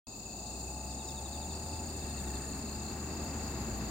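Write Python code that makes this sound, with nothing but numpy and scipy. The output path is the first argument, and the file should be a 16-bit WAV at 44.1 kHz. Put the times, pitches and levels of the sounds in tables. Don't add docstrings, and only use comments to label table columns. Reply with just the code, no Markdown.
import sys
import numpy as np
from scipy import signal
from scipy.fft import rfft, irfft, next_fast_len
from scipy.io import wavfile
from scipy.ndimage import map_coordinates

SR = 44100
rng = np.random.default_rng(int(sys.argv[2]) if len(sys.argv) > 2 else 0)


def unload_audio(sound):
    columns = np.transpose(np.atleast_2d(sound))
    steps = np.round(np.clip(columns, -1, 1) * 32767)
    wavfile.write(sys.argv[1], SR, steps.astype(np.int16))


N = 171990


def amp(db):
    return 10 ** (np.asarray(db) / 20)


def unit(x):
    return x / np.sqrt(np.mean(x ** 2) + 1e-20)


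def along(points, hz):
    f, v = np.transpose(points)
    return np.interp(np.log(hz + 1), np.log(f + 1), v)


def curves(rows):
    s, *columns = np.transpose(rows)
    return [np.interp(np.arange(N) / SR, s, column) for column in columns]


def wobble(rate):
    knots = np.linspace(0, N / SR * rate, 4000)
    coarse = map_coordinates(rng.standard_normal(2048), [knots], mode="wrap")
    return np.interp(np.arange(N), np.linspace(0, N, len(knots)), coarse)


def filtered(x, response):
    m = next_fast_len(N + SR // 4)
    return irfft(rfft(x, m) * response(np.fft.rfftfreq(m, 1 / SR)), m)[..., :N]


def pan(db):
    return unit(amp([[db / 2], [-db / 2]]))


# frequency in Hz, correlation from 0 to 1 (no unit).
STEREO_LIKENESS = [(100, .99), (300, .95), (600, .93), (1000, .7), (2000, .05), (4000, 0)]


def coloured_noise(spectrum):
    def turn(hz):
        return np.arccos(np.clip(along(STEREO_LIKENESS, hz), -1, 1)) / 2

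    def mid_side_response(hz):
        return amp(along(spectrum, hz)) * [np.cos(turn(hz)), np.sin(turn(hz))]

    mid, side = filtered(rng.standard_normal((2, N)), mid_side_response)
    return unit(np.array([mid + side, mid - side]))


def add(track, s, sound):
    i = round(s * SR) - len(sound) // 2
    a, b = max(i, 0), min(i + len(sound), N)
    if b > a:
        track[a:b] += sound[a - i:b - i]


def bursts(rows, length_s):
    x = np.zeros(N)
    for s, db in rows:
        add(x, s, amp(db) * np.hanning(int(length_s * SR)))
    return x


def stroke(length_s, from_hz, to_hz, dwell=0):
    u = np.linspace(-1, 1, max(int(length_s * SR), 8))
    glide = (1 - dwell) * u + dwell * u ** 3
    hz = (from_hz + to_hz) / 2 + (to_hz - from_hz) / 2 * glide
    whistle = np.sin(2 * np.pi * (np.cumsum(hz) / SR + rng.random()))
    return np.cos(np.pi * u / 2) * whistle


LEAVES_T60_S, RIGHT_LAG_S = .13, .00003


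def leaves(x, scatter_db):
    t = np.arange(SR // 5) / SR
    tails = rng.standard_normal((3, 2, len(t))) * amp(-60 * t / LEAVES_T60_S)
    tails /= np.linalg.norm(tails, axis=-1, keepdims=True)
    place = np.linspace(0, len(tails) - 1, N)
    scatter = np.zeros((2, N))
    for k, tail in enumerate(tails):
        fade = np.sqrt(np.clip(1 - abs(place - k), 0, 1))
        scatter += signal.oaconvolve(x[None], tail, axes=1)[:, :N] * fade
    right = filtered(x, lambda hz: np.exp(-2j * np.pi * hz * RIGHT_LAG_S))
    direct = np.array([x, right])
    return (direct + amp(scatter_db) * scatter) / np.hypot(1, amp(scatter_db))


# time in seconds, firing rate in Hz.
FIRING = [(.1, 50), (.3, 55), (.5, 62), (.8, 66), (1.25, 68), (1.55, 76), (1.78, 80), (2, 75), (2.3, 66),
          (2.55, 67), (2.9, 73), (3.28, 78), (3.5, 70), (3.7, 61), (3.9, 60)]
# time in seconds, level in dB.
ENGINE_LEVEL = [(.1, -58), (.4, -48), (.7, -44.5), (1.1, -45), (1.35, -43), (2, -43.5), (2.33, -39.5),
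                (2.6, -44), (2.85, -44), (3.05, -40.5), (3.45, -44), (3.65, -41.5), (3.9, -44)]
# time in seconds, relative level in dB.
UPPER_OVERTONES = [(.1, 4), (1.8, 3.5), (2.2, -4), (2.8, -2), (3.25, 2.5), (3.7, -5)]
# frequency in Hz, relative level in dB.
EXHAUST = [(80, -1.5), (120, -13), (160, -17), (205, -13), (290, -22), (375, -18), (470, -32), (560, -22),
           (630, -27), (720, -17), (780, -24), (875, -14.5), (940, -32), (1100, -45)]


def engine(count=14, order=6):
    (firing_hz,), (level_db,), (upper_db,) = curves(FIRING), curves(ENGINE_LEVEL), curves(UPPER_OVERTONES)
    phase = 2 * np.pi * np.cumsum(firing_hz) / SR + .05 * wobble(25)
    drone = np.zeros(N)
    for k in range(1, count + 1):
        overtone_db = along(EXHAUST, k * firing_hz) + upper_db * (k > order) + .5 * np.sqrt(k) * wobble(7)
        drone += amp(overtone_db) * unit(np.sin(k * phase + 2 * np.pi * rng.random()))
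    return amp(level_db + .3) * drone


# time in seconds, rumble in dB, roar in dB, tyres in dB.
ROAD = [(.1, -52, -57, -73), (.35, -50, -54, -69), (1.1, -49, -53, -64), (1.7, -45.5, -51.5, -61),
        (2.3, -44, -52, -57.5), (2.7, -44.5, -52, -57.5), (3.2, -43, -49.5, -55), (3.6, -41.5, -48, -53.5),
        (3.9, -40.5, -48.5, -53.5)]
# frequency in Hz, relative level in dB.
RUMBLE = [(15, -20), (30, -6), (60, -2), (110, 1), (160, -1), (225, 2), (300, -3), (385, -4), (480, -13),
          (800, -35)]
ROAR = [(250, -30), (450, -6), (560, -2), (700, 0), (860, 0), (980, -6), (1250, -10), (1500, -22),
        (2000, -45)]
TYRES = [(600, -25), (1100, 3), (1350, 1), (1750, -.5), (2250, -4), (3100, -11), (5000, -18), (10000, -35)]


def road_noise():
    rumble_db, roar_db, tyre_db = curves(ROAD)
    rumble = amp(rumble_db + .8) * coloured_noise(RUMBLE)
    roar = amp(roar_db - .8) * coloured_noise(ROAR)
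    tyres = amp(tyre_db + 1.5 + .8 * wobble(45)) * pan(db=1.6) * coloured_noise(TYRES)
    return rumble + roar + tyres


def vehicle():
    return pan(db=1.5) * (engine() + road_noise())


# frequency in Hz, relative level in dB.
FAR_LOW = [(2200, -45), (2480, -22), (2650, -6), (2850, -28), (3150, -32), (3600, -8), (4000, -7),
           (4400, -1), (4750, 0), (5150, -8), (5600, -19), (7000, -40)]
FAR_HIGH = [(4500, -45), (5700, -23), (6200, -13), (6650, -4), (7100, 0), (7450, -5), (7900, -11),
            (8500, -16), (9100, -23), (9700, -31), (11500, -35), (14000, -48)]


def far_chorus():
    low_db = -53.3 + 1.1 * wobble(12) + 1.3 * wobble(120)
    high_db = -50 + .4 * wobble(6) + 1.2 * wobble(200)
    low = amp(low_db) * pan(db=4.5) * coloured_noise(FAR_LOW)
    high = amp(high_db) * pan(db=5) * coloured_noise(FAR_HIGH)
    return low + high


# centre in seconds, level in dB before colouring.
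BUZZES = [(.65, -66), (1.62, -66), (2.48, -62), (3.62, -62)]
# centre in seconds, level in dB before trim.
RASPS = [(.23, -62), (.62, -62), (.94, -63), (1.205, -61), (1.29, -58), (1.67, -60), (1.975, -62),
         (2.225, -61), (2.28, -61), (2.582, -57), (2.92, -59), (3.245, -57), (3.52, -61), (3.78, -56)]
# frequency in Hz, relative level in dB.
BUZZ_COLOUR = [(9000, -30), (10400, -9), (11000, 0), (11500, -7), (12600, -28)]
RASP_COLOUR = [(7000, -40), (10000, -4), (11500, 0), (13500, -2), (16000, -8)]
HISS_RIGHT = [(8000, -40), (10500, -19), (12500, -8), (14200, -5.5), (15200, 1.5), (16000, 1)]
HISS_LEFT = [(9000, -15), (11000, -10), (13500, -15), (14400, -9), (15300, 0), (16000, 2)]
BUZZ_S, BUZZ_RATE_HZ, RASP_S, FLUTTER_HZ = .14, 280, .03, 152


def bush_crickets():
    t = np.arange(N) / SR
    teeth = unit((1 + np.cos(2 * np.pi * BUZZ_RATE_HZ * t + wobble(30))) ** 2)
    buzz = bursts(BUZZES, BUZZ_S) * teeth * coloured_noise(BUZZ_COLOUR)
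    rasp = amp(2) * pan(db=-3.5) * bursts(RASPS, RASP_S) * coloured_noise(RASP_COLOUR)
    flutter = 1 + .3 * np.sin(2 * np.pi * FLUTTER_HZ * t)
    right = amp(-52.6 + 1.1 * wobble(22)) * flutter * coloured_noise(HISS_RIGHT)[1]
    left = amp(-67 + .8 * wobble(15)) * coloured_noise(HISS_LEFT)[0]
    return buzz + rasp + np.array([left, right])


# time in seconds, level in dB before its wobble.
TICK_SWELL = [(1.7, -80), (1.95, -68), (2.3, -70), (2.9, -71), (3.3, -75)]
# frequency in Hz, relative level in dB.
TICK_COLOUR = [(10500, -30), (12000, -5), (12600, 0), (13600, -5), (15000, -18)]
TICKS_PER_S = 29


def ticker():
    level_db, = curves(TICK_SWELL)
    phase = np.pi * TICKS_PER_S * np.arange(N) / SR + .4 * wobble(10)
    ticks = unit(np.cos(phase) ** 6)
    return amp(level_db + 2.5 * wobble(9)) * ticks * pan(db=-9) * coloured_noise(TICK_COLOUR)


# centre in seconds, level in dB before trim.
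SLURS = [(.91, -55), (1.0, -51), (1.088, -49), (1.172, -49), (1.255, -50), (1.338, -50), (1.422, -51),
         (1.505, -52), (1.655, -56), (1.74, -56), (1.95, -57), (2.02, -53), (2.1, -55), (2.185, -53),
         (2.27, -53), (2.35, -53)]
SLUR_S, SLUR_FROM_HZ, SLUR_TO_HZ = .062, 4150, 3300


def field_cricket():
    x = np.zeros(N)
    for s, db in SLURS:
        add(x, s, amp(db) * stroke(SLUR_S, SLUR_FROM_HZ, SLUR_TO_HZ))
    return amp(-1.5) * pan(db=3) * leaves(x, scatter_db=4)


CHIRP_GAP_S, CHIRP_STROKE_S, CHIRP_RISE_DB = .0167, .011, 1.6


def add_chirp(track, s, hz, fall_hz, db, count=5):
    for k in range(count):
        one = stroke(CHIRP_STROKE_S, hz + fall_hz / 2, hz - fall_hz / 2)
        add(track, s - k * CHIRP_GAP_S, amp(db - CHIRP_RISE_DB * k) * one)


# last stroke in seconds, mid pitch in Hz, fall in Hz, last stroke's level in dB before trim.
CHIRPS = [(.33, 4600, 800, -48), (.62, 4600, 800, -49), (.95, 5000, 1400, -48), (1.108, 5000, 1400, -45),
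          (1.40, 4650, 700, -43), (1.568, 4680, 700, -42.5), (1.734, 4680, 700, -40.5),
          (1.902, 4680, 700, -41.5), (2.18, 4400, 800, -44), (2.37, 4350, 800, -43), (2.55, 4350, 800, -43),
          (2.73, 4300, 800, -42), (2.90, 4330, 800, -42), (3.15, 4750, 1400, -44.5),
          (3.312, 4850, 1400, -45), (3.48, 4750, 1400, -44), (3.75, 4550, 900, -47)]
FAR_CHIRPS_PER_S, FAR_CHIRP_HZ, FAR_CHIRP_DB = 7, 4500, -56


def chirpers():
    near, far = np.zeros(N), np.zeros(N)
    for row in CHIRPS:
        add_chirp(near, *row)
    for when, pitch, size in rng.random((int(FAR_CHIRPS_PER_S * N / SR), 3)):
        hz = FAR_CHIRP_HZ + 600 * (pitch - .5)
        add_chirp(far, when * N / SR, hz, 800, FAR_CHIRP_DB + 6 * (size - .5))
    return pan(db=5) * (amp(-1.3) * leaves(near, scatter_db=-5) + leaves(far, scatter_db=0))


def trill(song, drift, uneven_db, dwell):
    anchor_s, rate, length_s, from_hz, to_hz, db, pan_db, scatter_db = song
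    x = np.zeros(N)
    for k in range(-8, int(N / SR * rate) + 1):
        late, sharp, loud = rng.standard_normal(3)
        tune = 1 + drift * sharp
        one = stroke(length_s, from_hz * tune, to_hz * tune, dwell)
        add(x, anchor_s + (k + .015 * late) / rate, amp(uneven_db * loud) * one)
    return amp(db) * pan(pan_db) * unit(leaves(x, scatter_db))


# time of one stroke in seconds, strokes per second, stroke length in seconds,
# start pitch in Hz, end pitch in Hz, level in dB before any swell, left over right in dB, scatter in dB.
LOUD_TRILL = (.125, 29.27, .024, 7560, 6400, -48.6, 4, -2)
LOW_TRILL = (.102, 31.28, .018, 2780, 2545, -59.2, 4, -2.5)
FAST_TRILL = (.103, 96.7, .0086, 9650, 7400, -58.3, 4.5, -8)
HOARSE_TRILL = (.1, 29, .016, 1920, 1600, -62, 4, 0)
# time in seconds, relative level in dB (the fast one is centred on its mean).
FAST_SWELL = [(0.1, -68), (0.24, -69), (0.51, -61), (2.45, -59), (2.99, -67), (3.54, -66), (3.58, -74),
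              (3.74, -69), (3.9, -71)]
HOARSE_SWELL = [(1.8, -30), (2.05, -4), (2.3, 0), (2.52, 0), (2.65, -20)]


def trillers():
    (swell_db,), (hoarse_db,) = curves(FAST_SWELL), curves(HOARSE_SWELL)
    fast = amp(swell_db - swell_db.mean()) * trill(FAST_TRILL, drift=.002, uneven_db=.7, dwell=.75)
    loud = trill(LOUD_TRILL, drift=.005, uneven_db=.9, dwell=.1)
    low = trill(LOW_TRILL, drift=.005, uneven_db=1.8, dwell=.2)
    hoarse = amp(hoarse_db) * trill(HOARSE_TRILL, drift=.02, uneven_db=2.5, dwell=.1)
    return loud + low + fast + hoarse


def scene():
    insects = far_chorus() + bush_crickets() + ticker() + field_cricket() + chirpers() + trillers()
    opening_db, = curves([(.07, -2.8), (.5, 0)])
    return vehicle() + amp(opening_db) * insects


START_S, TOP_HZ = .069, 15800


def record(dry):
    begun = dry * (np.arange(N) / SR > START_S)
    return filtered(begun, lambda hz: hz < TOP_HZ)


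dry = scene()
out = record(dry)
unload_audio(out)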